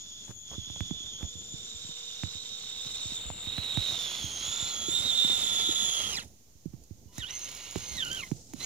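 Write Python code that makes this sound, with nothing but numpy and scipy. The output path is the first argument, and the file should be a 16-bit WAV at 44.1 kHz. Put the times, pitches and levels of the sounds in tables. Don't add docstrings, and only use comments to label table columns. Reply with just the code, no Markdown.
import sys
import numpy as np
from scipy import signal
from scipy.fft import rfft, irfft, next_fast_len
from scipy.io import wavfile
from scipy.ndimage import uniform_filter1d, map_coordinates

SR = 44100
rng = np.random.default_rng(int(sys.argv[2]) if len(sys.argv) > 2 else 0)


def decibels_to_gain(level_db):
    exponent = np.asarray(level_db, float) / 20
    return 10 ** exponent


def transcribe(u):
    v = np.clip(np.atleast_2d(u).T, -1, 1)
    q = np.round(v * 32767).astype(np.int16)
    wavfile.write(sys.argv[1], SR, q)


N = 381465
TIME = np.arange(N) / SR


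def rms_one(x):
    return x / np.sqrt(np.mean(np.abs(x) ** 2) + 1e-20)


def in_time(rows):
    s, *columns = np.transpose(rows)
    return [np.interp(TIME, s, c) for c in columns]


def response_db(table, hz, left=None):
    table_hz, db = np.transpose(table)
    return np.interp(np.log(hz), np.log(table_hz), db, left=left)


def hump(start_s, length_s):
    return np.sin(np.pi * np.clip((TIME - start_s) / length_s, 0, 1))


def gate(on_s, off_s, fade_in_s, fade_out_s):
    return np.clip(np.minimum((TIME - on_s) / fade_in_s, (off_s - TIME) / fade_out_s), 0, 1)


def bandpass(x, low_hz, high_hz, run=signal.sosfiltfilt):
    return run(signal.butter(2, [low_hz, high_hz], "band", fs=SR, output="sos"), x)


def coloured(spectrum, low_hz=10, high_hz=22000, channels=2):
    size = next_fast_len(N)
    hz = np.maximum(np.fft.rfftfreq(size, 1 / SR), 1)
    edges = 1 / np.sqrt((1 + (low_hz / hz) ** 8) * (1 + (hz / high_hz) ** 8))
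    bins = rfft(rng.standard_normal((channels, size)))
    return rms_one(irfft(bins * decibels_to_gain(response_db(spectrum, hz, -70)) * edges, size)[:, :N])


def drift(rate_hz):
    r = np.exp(-2 * np.pi * rate_hz / SR)
    return rms_one(signal.lfilter([1], [1, -2 * r, r * r], rng.standard_normal(N + SR))[SR:])


def ring(clicks, hz, t60_s):
    r, w = decibels_to_gain(-60 / (t60_s * SR)), 2 * np.pi * hz / SR
    return signal.lfilter([0, np.sin(w)], [1, -2 * r * np.cos(w), r * r], clicks)


# t/s, f/Hz
CLIMB = [(0, 3420), (.54, 3364), (1.1, 3440), (1.17, 3310), (1.24, 3426), (1.5, 3540), (1.83, 3677),
         (2.14, 3630), (2.25, 3750), (2.75, 3695), (3.0, 3728), (3.3, 3598), (3.4, 3660), (3.52, 3740),
         (3.62, 3920), (3.71, 3717), (3.8, 3798), (3.9, 3740), (4.0, 3575), (4.11, 3360), (4.19, 3433),
         (4.25, 3270), (4.38, 3202), (4.45, 3343), (4.51, 3450), (4.6, 3533), (4.7, 3485), (4.74, 3353),
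         (4.85, 3342), (4.92, 3558), (4.97, 3634), (5.02, 3617), (5.07, 3750), (5.125, 3508), (5.165, 3618),
         (5.33, 3615), (5.45, 3534), (5.55, 3457), (5.7, 3447), (5.86, 3420), (5.98, 3298), (6.04, 3202),
         (6.09, 3237)]
# t/s, load/dB, second multiple/dB
CLIMB_LOAD = [(0, -58.5, 2.5), (.2, -55.5, -4), (.33, -66, 6.5), (.44, -60, 3.5), (.52, -52.5, -6),
              (1.0, -49, -8), (1.42, -57, 1.5), (1.8, -54, -4), (2.6, -52, -5), (3.1, -50.5, 3),
              (3.22, -48.5, 0), (3.33, -60.5, 14), (3.42, -51.5, 3.5), (3.5, -44.5, -5.5), (3.619, -47, -8),
              (3.72, -42, -4), (3.85, -42.5, -7.5), (4.0, -42.5, -9), (4.2, -47.5, -2.5),
              (4.35, -51.5, 2.5), (4.46, -46.5, 1.5), (4.62, -45.5, 2.5), (4.7, -49, 6), (4.82, -46.5, 2.5),
              (4.89, -45.5, 3), (4.96, -35.5, -3), (5.04, -44, -3), (5.1, -34.5, -11), (5.14, -38, -4),
              (5.19, -32.5, -10.5), (5.33, -35.5, -7.5), (5.4, -39, -4.5), (5.7, -38, -4.5), (5.92, -40, 1),
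              (6.05, -41, -10)]
# t/s, teeth f/Hz, load/dB, second multiple/dB, third multiple/dB
STALL = [(6.115, 3195, -44.5, -3, -10), (6.14, 2830, -42.5, 5, -18), (6.152, 2620, -43.5, 19, -18),
         (6.164, 2260, -48, 8, -10), (6.18, 1840, -40, -10, -18), (6.192, 1534, -50, 3, 0),
         (6.203, 1312, -60, 6, -1.5), (6.235, 850, -68, 10, -3)]
REVERSE = [(7.126, 450.2, -99, -3, 2), (7.19, 1950, -50, -11, -12), (7.204, 1918, -47, -10, -20),
           (7.221, 1655, -51, 5, -14), (7.243, 1423, -53.5, 12.5, -8), (7.266, 1625, -60.5, 11.5, -14),
           (7.298, 1930, -54.5, -5, -14), (7.308, 1991, -49, -20, 7), (7.328, 2079, -55.5, -7, -4),
           (7.36, 2085, -47.5, -14, -1.5)]
BACKING = [(7.398, 2170, -65, -3, 6), (7.44, 2120, -57, -8, 9), (7.481, 2168, -56, -12, -5),
           (7.545, 2290, -58, -8, -7), (7.642, 2186, -56, -12, -4), (7.7, 2215, -58, -10, -4),
           (7.77, 2304, -61, -8, 1), (7.83, 2136, -55.5, -18, -1.5), (7.9, 2145, -51, -3, -2)]
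HALT = [(7.966, 2070, -49, -4, -9), (7.981, 1940, -43, -5.5, -15), (8.031, 1539, -47, 12, -8),
        (8.05, 1437, -52.5, 3, -8), (8.072, 1496, -49, 7.5, -11), (8.091, 1405, -54.5, 6, -4),
        (8.113, 1528, -49, 9, -6), (8.153, 1600, -49, 1, -8), (8.199, 1431, -59, 19, -8)]
STOP = [(8.22, 1200, -56, 8, -14), (8.236, 1036, -52, 21.6, -12), (8.252, 1025, -70, 12.5, -10),
        (8.269, 1032, -70, 18, -10), (8.289, 1000, -85, 8.7, -10)]
RESTART = [(8.6, 1960, -64, 2, -14), (8.606, 1990, -52.5, 0.5, -14), (8.63, 2064, -44, -3, -14),
           (8.638, 2140, -46, -13, -3), (8.65, 2250, -43.5, -8, -6)]
# t/s, share
SAG_EASES = [(3.45, 1), (4.9, 0.22), (6.1, 0.26)]
# t/s, distance/m
DISTANCE = [(0, 8.6), (.5, 8.1), (.8, 6.8), (1.25, 8.1), (1.8, 6.7), (2.6, 6.07), (2.9, 4.9), (3.35, 4.7),
            (3.7, 3.54), (4.2, 3.83), (5.0, 3.54), (6.1, 3.08), (7.3, 4.02), (8.2, 2.91), (8.65, 3.1)]
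# f/Hz, level/dB
GEARBOX = [(1500, -0.5), (2150, -10.5), (3000, -2.5), (3900, 6), (5300, -17.5), (6300, 2.5), (7500, 3.5),
           (10300, -20.5)]


def drive():
    sprocket_teeth, tight_spot_turns = 433, 0.01
    sag, sag_sharpness, sag_db = 0.0105, 0.29, (0, 2, 0, 0)
    spin_up_s, creep_s = 0.023, 0.13
    third_db, fourth_db, light_load_db, loss_db_per_m = 9.5, -3, -4, 1.2

    bursts = (STALL, REVERSE + BACKING + HALT + STOP, RESTART)
    steady_hz, = in_time(CLIMB + [row[:2] for burst in bursts for row in burst])
    turn = 2 * np.pi * (np.cumsum(steady_hz) / SR / sprocket_teeth - tight_spot_turns)
    bind = np.cos(turn) + sag_sharpness * np.cos(2 * turn)
    bind = bind * in_time(SAG_EASES)[0] * decibels_to_gain(0.69 * drift(3.14))
    mesh_hz = steady_hz * (1 - sag * bind)

    loads = [(s, load, second, second) for s, load, second in CLIMB_LOAD]
    loads += [(s, *levels) for burst in bursts for s, _, *levels in burst]
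    load_db, second_facing_db, third_facing_db = in_time(loads)

    starts = [0, REVERSE[0][0], RESTART[0][0]]
    stops = [STALL[-1][0], STOP[-1][0], N / SR]
    off_points, rest_points = [], []
    for a, b, last in zip(starts, stops, [-1, *stops]):
        off_points += [(a - spin_up_s, 1), (a, 0), (b, 0), (b + spin_up_s, 1)]
        rest_points += [(a - creep_s, a - creep_s - last), (a, 0), (b, 0)]
    off, = in_time(off_points)
    rest_s, = in_time(rest_points)

    loss_db = loss_db_per_m * in_time(DISTANCE)[0]
    backing_db = light_load_db * (TIME > STALL[0][0])
    shares_db = (0, second_facing_db, third_facing_db + third_db - loss_db, fourth_db - loss_db + backing_db)
    levels_db = []
    for k, (share_db, bind_db) in enumerate(zip(shares_db, sag_db), 1):
        radiated_db = response_db(GEARBOX, k * mesh_hz)
        levels_db.append(load_db + bind_db * bind + share_db - 50 * off + radiated_db)
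    return 2 * np.pi * np.cumsum(mesh_hz) / SR, levels_db, np.log2(steady_hz / 3500), rest_s


PINION_TEETH, WHEEL_TEETH = 17, 43
# t/s, share
ROUGHNESS = [(0, .7), (1.2, .75), (2.0, 1.2), (3.2, 1.1), (3.3, .7), (3.42, .7), (3.5, 1.1), (4.6, 1.2),
             (4.75, .9), (5.0, .8), (5.33, .8), (5.42, 1.15), (5.55, .95), (6.0, 1.05), (6.2, 1.8),
             (7.1, .7), (7.5, .6), (7.8, .4), (7.95, .45), (8.05, .7), (8.65, .6)]
# t/s, speed ratio to the first, level to the first/dB
OTHER_TRACK = [(0, 1.07, -6), (1.5, 0.93, -6.5), (2.2, 0.78, -20), (3.0, 0.99, -1.5), (3.9, 1.12, -21),
               (4.25, 1.3, -5), (4.45, 1.18, -8), (4.62, 1.08, -5), (4.7, 1.18, 3), (4.76, 1.2, -8),
               (4.88, 1.17, -1), (4.95, 0.87, -20), (5.1, 0.9, -17), (5.35, 1.03, -9), (5.5, 1.02, -4.5),
               (5.7, 1.055, 0), (5.8, 1.08, -6), (6.0, 0.9, -7.5), (6.12, 0.95, -40), (8.65, 1.0, -40)]


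def gears(teeth, levels_db):
    second_stage_db, climb_spread = -56, 0.5
    rough, = in_time(ROUGHNESS)
    ratio, other_db = in_time(OTHER_TRACK)
    other_db = other_db + 6 * np.array([[1], [-1]])
    slip = np.cumsum((ratio - 1 + 0.015 * drift(4.0)) * np.gradient(teeth))
    climbing = TIME < STALL[0][0]
    out = 0
    for motor_db, heard, lead in ((2.5, levels_db, 0), (other_db, levels_db[:1], slip)):
        mesh = teeth + lead
        pinion, wheel = mesh / PINION_TEETH, mesh / WHEEL_TEETH
        links = np.sin(wheel / 4 + 1.83 * drift(2.6))
        wobble = links + 1.1 * drift(25.0) + 0.48 * np.sin(wheel) + 0.5 * np.sin(wheel / 2)
        runout = 0.3 * np.exp(1j * pinion) * decibels_to_gain(3.0 * drift(13.45))
        runout = runout + 0.16 * np.cos(wheel + 1) + 0.086 * np.cos(wheel / 2)
        for k, level_db in enumerate(heard, 1):
            tooth_error = 0.17 * drift(40 * k) + 0.5 * uniform_filter1d(drift(340), size=30)
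            envelope = 1 + runout + rough * np.sqrt(k) * tooth_error
            tremble = rough * wobble * (1 + climb_spread * (k > 2) * climbing)
            line = np.real(envelope * np.exp(1j * k * (mesh + tremble)))
            out = out + decibels_to_gain(motor_db) * decibels_to_gain(level_db) * line
    stage = np.sin(teeth * PINION_TEETH / WHEEL_TEETH + 1.57 * drift(46.0))
    side_on = np.clip((TIME - 4.3) / 0.23, 0, 1) * (TIME < REVERSE[0][0])
    return out + decibels_to_gain(np.minimum(levels_db[0] - 5, second_stage_db)) * stage * side_on


# level at 1 m/dB, extra loss/dB per m, speed/dB per octave, fade at rest/dB per root s
RATTLE = [(-38, 2.03, 8, 61.5), (-45.5, -1, 28, 25), (-28.5, 3, 5.5, 44)]
# f/Hz, density/dB per Hz
RATTLE_COLOUR = [(300, 3.5), (600, 5), (1400, -0.5), (2300, -1.5), (3200, 4), (4000, 9.5), (4750, 9.5),
                 (5600, 9), (7000, 8.5), (8200, -7.5), (10000, -3.5), (12000, -12.5), (14800, -12.5),
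                 (16000, -3)]
# t/s, length/s, depth/dB
EASES = [
    (0.29, 0.2, 7.5),
    (3.262, 0.18, 2.5),
    (4.702, 0.31, 2),
]


def rattle(teeth, octaves, rest_s):
    wheel = teeth / WHEEL_TEETH
    metres, = in_time(DISTANCE)
    kick_db = 0.25 * np.cos(wheel) + 0.4 * np.cos(wheel / 2) + 0.79 * drift(7.5)
    kick_db = kick_db - sum(db * hump(s, length) for s, length, db in EASES)
    ranges = [(4.5, 300, 4300, 0.6), (-5.0, 5250, 7800, 0.95), (0, 7800, 22000, 0.95)]
    out = 0
    for (db, loss_db, octave_db, fade_db), (trim_db, low_hz, high_hz, own) in zip(RATTLE, ranges):
        level_db = db - 20 * np.log10(metres) - loss_db * metres + octave_db * octaves
        level_db = level_db - fade_db * np.sqrt(rest_s) + trim_db + 5.0
        chance_db = 0.33 * drift(8.7) + 1.8 * drift(115.0)
        a, b = coloured(RATTLE_COLOUR, low_hz, high_hz) * decibels_to_gain(level_db + kick_db + chance_db)
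        out = out + np.array([np.sqrt(1 - own ** 2) * a + own * b, a])
    return out


# f/Hz, width/Hz, added gain
CHASSIS = [(1620, 954, 0.99), (2920, 210, 0.28), (4790, 320, -0.26), (5630, 740, 0.1), (1680, 120, -0.055),
           (7630, 400, -0.75),
           (4600, 600, -.35), (8050, 300, -.4), (13100, 1100, -.5)]


def chassis(x):
    for hz, width_hz, gain in CHASSIS:
        x = x + gain * signal.lfilter(*signal.iirpeak(hz, hz / width_hz, fs=SR), x)
    return x


# t/s, ahead -1 to alongside +1
BEARING = [(0, -1.01), (1, -0.95), (2.6, -0.6), (3.3, -0.36), (4, -0.14), (5, 0.62), (6.2, 0.8), (7, 0.41),
           (8.65, 0.43)]
# t/s, length/s, depth/dB, right port deeper/dB
SHADOWS = [
    (0.217, 0.28, 5.5, 15.5),
    (3.15, 0.75, 8.5, 13),
]


def at_ports(near, right):
    bearing, = in_time(BEARING)
    direct_lag = -0.084 + 5.52 * bearing
    subtracted_lag = -4.5 + 4.88 * bearing
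    subtracted_share = 0.35 - 0.17 * bearing
    body_db, top_db = -14 + 0.5 * bearing, -3 - 9.5 * bearing

    def lagged(lag):
        return map_coordinates(near, [np.arange(N) - lag], order=3, mode="nearest")

    left = (1 - subtracted_share) * lagged(direct_lag) - subtracted_share * lagged(subtracted_lag)
    r, w = np.exp(-np.pi * 600 / SR), 2 * np.pi * 1800 / SR
    left = signal.lfilter([r * r, -2 * r * np.cos(w), 1], [1, -2 * r * np.cos(w), r * r], left)
    pair = np.array([decibels_to_gain(6.0) * left, right])

    cover = np.array([gate(s, s + length, 0.05, 0.16) for s, length, *_ in SHADOWS])
    shade_db, uneven_db = np.array(SHADOWS)[:, 2:].T @ cover
    shaded_mid = bandpass(pair, 4170, 7390) * (decibels_to_gain(-shade_db) - 1)
    shaded_top = bandpass(pair, 6600, 15600) * (decibels_to_gain(-0.4 * shade_db) - 1)
    pair = pair + shaded_mid + shaded_top
    top_db = top_db + uneven_db

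    body, top = bandpass(pair, 2050, 6100), bandpass(pair, 6150, 12600)
    half = np.array([[0.5], [-0.5]])
    return pair + body * (decibels_to_gain(half * body_db) - 1) + top * (decibels_to_gain(half * top_db) - 1)


# t/s, level/dB
HANDLING = [(0.0, -64.5), (0.84, -57), (2.02, -64), (3.54, -56), (5.37, -51.5), (6.12, -51), (6.46, -68.5),
            (6.94, -63.5), (7.61, -59.5), (8.02, -51), (8.53, -58.5), (8.65, -53)]
# f/Hz, density/dB per Hz
HANDLING_COLOUR = [(21, -57), (35, 1), (86, -1.5), (150, -4.5), (225, -5.5), (312, -10), (469, -14.5),
                   (900, -24), (1170, -65), (1980, -120)]
# t/s, level/dB
DEEP_RUMBLE = [(0, 1), (.7, 2), (2.6, -1.5), (3.3, 3), (4.3, -3.5), (5.8, -6), (6.3, 2), (7.3, 5.5), (7.8, 0),
               (8.1, -3), (8.65, 0)]
# t/s, length/s, level/dB
SCRAPES = [
    (0.266, 0.063, -53),
    (0.503, 0.065, -49.5),
    (1.029, 0.05, -58.5),
    (1.181, 0.081, -51),
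    (3.874, 0.1, -47),
    (6.727, 0.029, -64),
]


def handling():
    lumps_db = 1.8 * drift(9) + 1.8 * drift(22)
    rumble = coloured(HANDLING_COLOUR, 31, 1306) * decibels_to_gain(in_time(HANDLING)[0] + lumps_db)
    deep = signal.sosfiltfilt(signal.butter(2, 100, fs=SR, output="sos"), rumble)
    mid, side = rumble + deep * (decibels_to_gain(in_time(DEEP_RUMBLE)[0]) - 1)
    stroke = sum(decibels_to_gain(db) * hump(s, length) for s, length, db in SCRAPES)
    grit_colour = [(60, 5.0), (200, -6.5), (500, -11.0), (1200, -15.5), (2500, -28), (8000, -36.0)]
    grit = coloured(grit_colour) * stroke * decibels_to_gain(4.8 * drift(240))
    pair = np.array([mid + 0.5 * side + grit[0] + 0.5 * grit[1], mid + grit[0]])
    return pair * decibels_to_gain(np.array([[-3.5], [3.1]]))


# f/Hz, density/dB per Hz
HUSH = [(290, -44), (500, -13.5), (1630, -15.5), (4900, -3), (6740, 4.5), (7780, -8), (9670, -10),
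        (10100, -13), (11700, -11), (15800, -9.5)]
# f/Hz, level/dB
HUSH_BALANCE = [(400, 1), (1300, -7), (6000, -19), (14000, -5.5)]


def hush():
    tilted = [(hz, db + np.interp(hz, *np.transpose(HUSH_BALANCE))) for hz, db in HUSH]
    left = decibels_to_gain(-0.5) * coloured(tilted, channels=1)[0]
    right = decibels_to_gain(2.5) * coloured(HUSH, channels=1)[0]
    return decibels_to_gain(-63) * np.array([left, right])


# t/s, contact/dB, push/dB, ring f/Hz, contact edge/dB
KNOCKS = [(.7617, -32, -46, 74.8, -12), (.8067, -32.5, -28.5, 96, 6), (.9093, -29.5, -30, 174, -12),
          (1.2284, -41, -28.5, 77, 6), (2.2349, -29.5, -27.5, 98.1, 3.5), (3.3022, -20, -38, 86, -18),
          (3.5815, -29.5, -30.5, 99.3, 3.5), (3.7735, -22, -25, 107.5, -3), (4.6237, -63, -38, 91.9, 0),
          (4.8824, -47, -32.5, 356, 0), (5.2454, -30.5, -34, 190, 1), (5.2969, -29, -37.5, 320.8, -1),
          (5.6882, -50, -30, 332, 2), (6.1844, -33.5, -44.5, 139.8, -3.5), (7.182, -33.5, -32, 105, 0),
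          (7.758, -23, -31, 91.6, -5), (8.3152, -28.5, -37, 299, -7.5), (8.536, -30.5, -32.5, 252.3, -6),
          (.7003, -37, -36.5, 94, -8), (2.8615, -46, -44.5, 128.6, -6), (3.4698, -40, -37.5, 99, -10),
          (1.8896, -58, -46.5, 148.4, 0)]
# t/s, push/dB, ring f/Hz
NUDGES = [(0.292, -40.5, 106), (0.58, -32, 96), (1.353, -39.5, 85), (1.5376, -39.5, 123),
          (1.741, -45.5, 80.3), (1.846, -48.5, 110), (2.35, -43.5, 95.2), (3.255, -35.5, 54),
          (4.477, -42.5, 90), (4.997, -45, 116.8), (1.002, -49, 321), (.672, -48.5, 122),
          (3.054, -37.5, 92), (3.1184, -44, 180.1), (4.2401, -33, 87.9), (6.5518, -51.5, 77.6),
          (6.6565, -32, 162), (6.736, -37, 124), (6.908, -35.5, 95.5), (7.0558, -45.5, 86.96),
          (7.9136, -38, 62.9), (7.963, -42, 88.7), (7.7578, -32.5, 387.4), (8.3164, -25.5, 135)]


def knocks():
    nudge_contact_db, pan_db, pan_db_per_octave = -19, -13, -5
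    dive_hz, dive_s = 110, 0.0026
    length = 5000
    out = np.zeros((2, N + SR))
    hits = KNOCKS + [(s, db + nudge_contact_db, db, hz, -6.0) for s, db, hz in NUDGES]
    chance = rng.standard_normal((len(hits), length))
    padded = signal.butter(2, 520, fs=SR, output="sos")
    unit, age = np.eye(1, length)[0], np.arange(length) / SR
    shell = 0.63 * ring(unit, 319, 0.026) - 0.23 * ring(unit, 167, 0.077)
    for (s, click_db, push_db, hz, edge_db), noise in zip(hits, chance):
        swell = 1 - np.exp(-age * hz / 0.5)
        dive = 2 * np.pi * (0.949 * hz * age + dive_hz * dive_s * (1 - np.exp(-age / dive_s)))
        thud = -1.3 * np.sin(dive) * decibels_to_gain(-60 * age / (2.68 / hz + 0.029)) * swell
        thud = signal.sosfilt(padded, thud + np.clip(hz / 170, 0, 1) ** 1.45 * shell)
        scuff = rms_one(ring(ring(noise, 143, 0.009), 105, 0.013))
        scuff = 0.1 * (1 - age / age[-1]) * scuff * np.exp(-age / 0.068) * (1 - np.exp(-age / 0.0018))
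        edge = ring(unit, 2200, 0.0013) + 0.1 * noise * np.exp(-age / 0.0004)
        click = decibels_to_gain(edge_db) * edge + 0.32 * ring(unit, 814, 0.006)
        left_db = 1.9 * pan_db + pan_db_per_octave * np.log2(hz / 150) + 7.0
        sides = decibels_to_gain(np.array([[left_db], [2.5]]))
        hit = decibels_to_gain(push_db + 9.5) * (thud + scuff) * sides + click * decibels_to_gain(click_db + 8.0) * np.sqrt(sides)
        start = round(s * SR)
        out[:, start:start + length] += hit
    return out[:, :N]


# t/s, peak/dB
SNAPS = [(3.581, -48), (3.918, -34), (6.1673, -35), (7.181, -30), (7.4446, -33), (7.352, -33), (7.392, -33),
         (7.515, -35), (7.549, -33), (8.081, -37), (8.305, -45), (8.3155, -41), (2.9, -42), (0.511, -48),
         (0.707, -44), (7.569, -38), (5.8, -38), (4.251, -37), (7.488, -35), (7.7101, -33), (7.886, -36),
         (7.9696, -36), (8.0297, -41), (8.0493, -31), (8.1147, -33), (8.1296, -31), (8.1479, -32),
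         (8.196, -38), (8.208, -41), (8.2208, -43), (8.536, -37.5), (6.837, -48), (6.656, -55),
         (8.604, -46), (8.289, -46)]


def snaps():
    at_s, db = np.transpose(SNAPS)
    starts = np.zeros(N)
    starts[np.round(at_s * SR).astype(int)] = decibels_to_gain(db - 1.0)
    cracks = signal.lfilter([1], [1, -np.exp(-1 / (0.0031 * SR))], starts) * rng.standard_normal(N)
    return bandpass(cracks, 4800, 12000, signal.sosfilt) + 0.79 * ring(cracks, 6930, 0.0053) * 0.25


# on t/s, off t/s, f/Hz, level/dB
HUMS = [
    (1.3, 4.1, 473, -65),
    (7.09, 8.2, 990, -69),
    (7.08, 7.18, 2940, -72),
    (7.12, 8, 1990, -74),
]


def hums():
    shiver = 4.96 * drift(3.1)
    out = 0
    for on_s, off_s, hz, db in HUMS:
        out = out + decibels_to_gain(db) * np.sin(2 * np.pi * hz * TIME + shiver) * (TIME > on_s) * (TIME < off_s)
    return out


def cover_buzz():
    buzz = rms_one(ring(rng.standard_normal(N), hz=2900, t60_s=0.012))
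    level = gate(7.27, 7.95, 0.023, 0.023) * decibels_to_gain(-55 + 3.65 * drift(11))
    return buzz * level * np.array([[0.6], [1.3]])


def snow_slide():
    hiss = coloured([(3000, -2), (7000, 10.0), (12000, -14.0)], low_hz=4000, high_hz=9000)
    return hiss * gate(8.24, 8.62, 0.04, 0.04) * decibels_to_gain(-57 + 2.0 * drift(19.5))


def scene():
    teeth, levels_db, octaves, rest_s = drive()
    source = gears(teeth, levels_db) + snaps() + rattle(teeth, octaves, rest_s)
    vehicle = at_ports(*chassis(source))
    return vehicle + hums() + knocks() + handling() + hush() + cover_buzz() + snow_slide()


def band_limit(x):
    return signal.sosfilt(signal.butter(12, 15850, fs=SR, output="sos"), x)


def record(dry):
    rumble_cut = signal.butter(4, 46, "high", fs=SR, output="sos")
    top_cut = signal.cheby2(10, 60, 16700, fs=SR, output="sos")
    mix = signal.sosfilt(np.vstack([rumble_cut, top_cut]), dry) - 0.001
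    return band_limit(mix)


dry = scene()
out = record(dry)
transcribe(out)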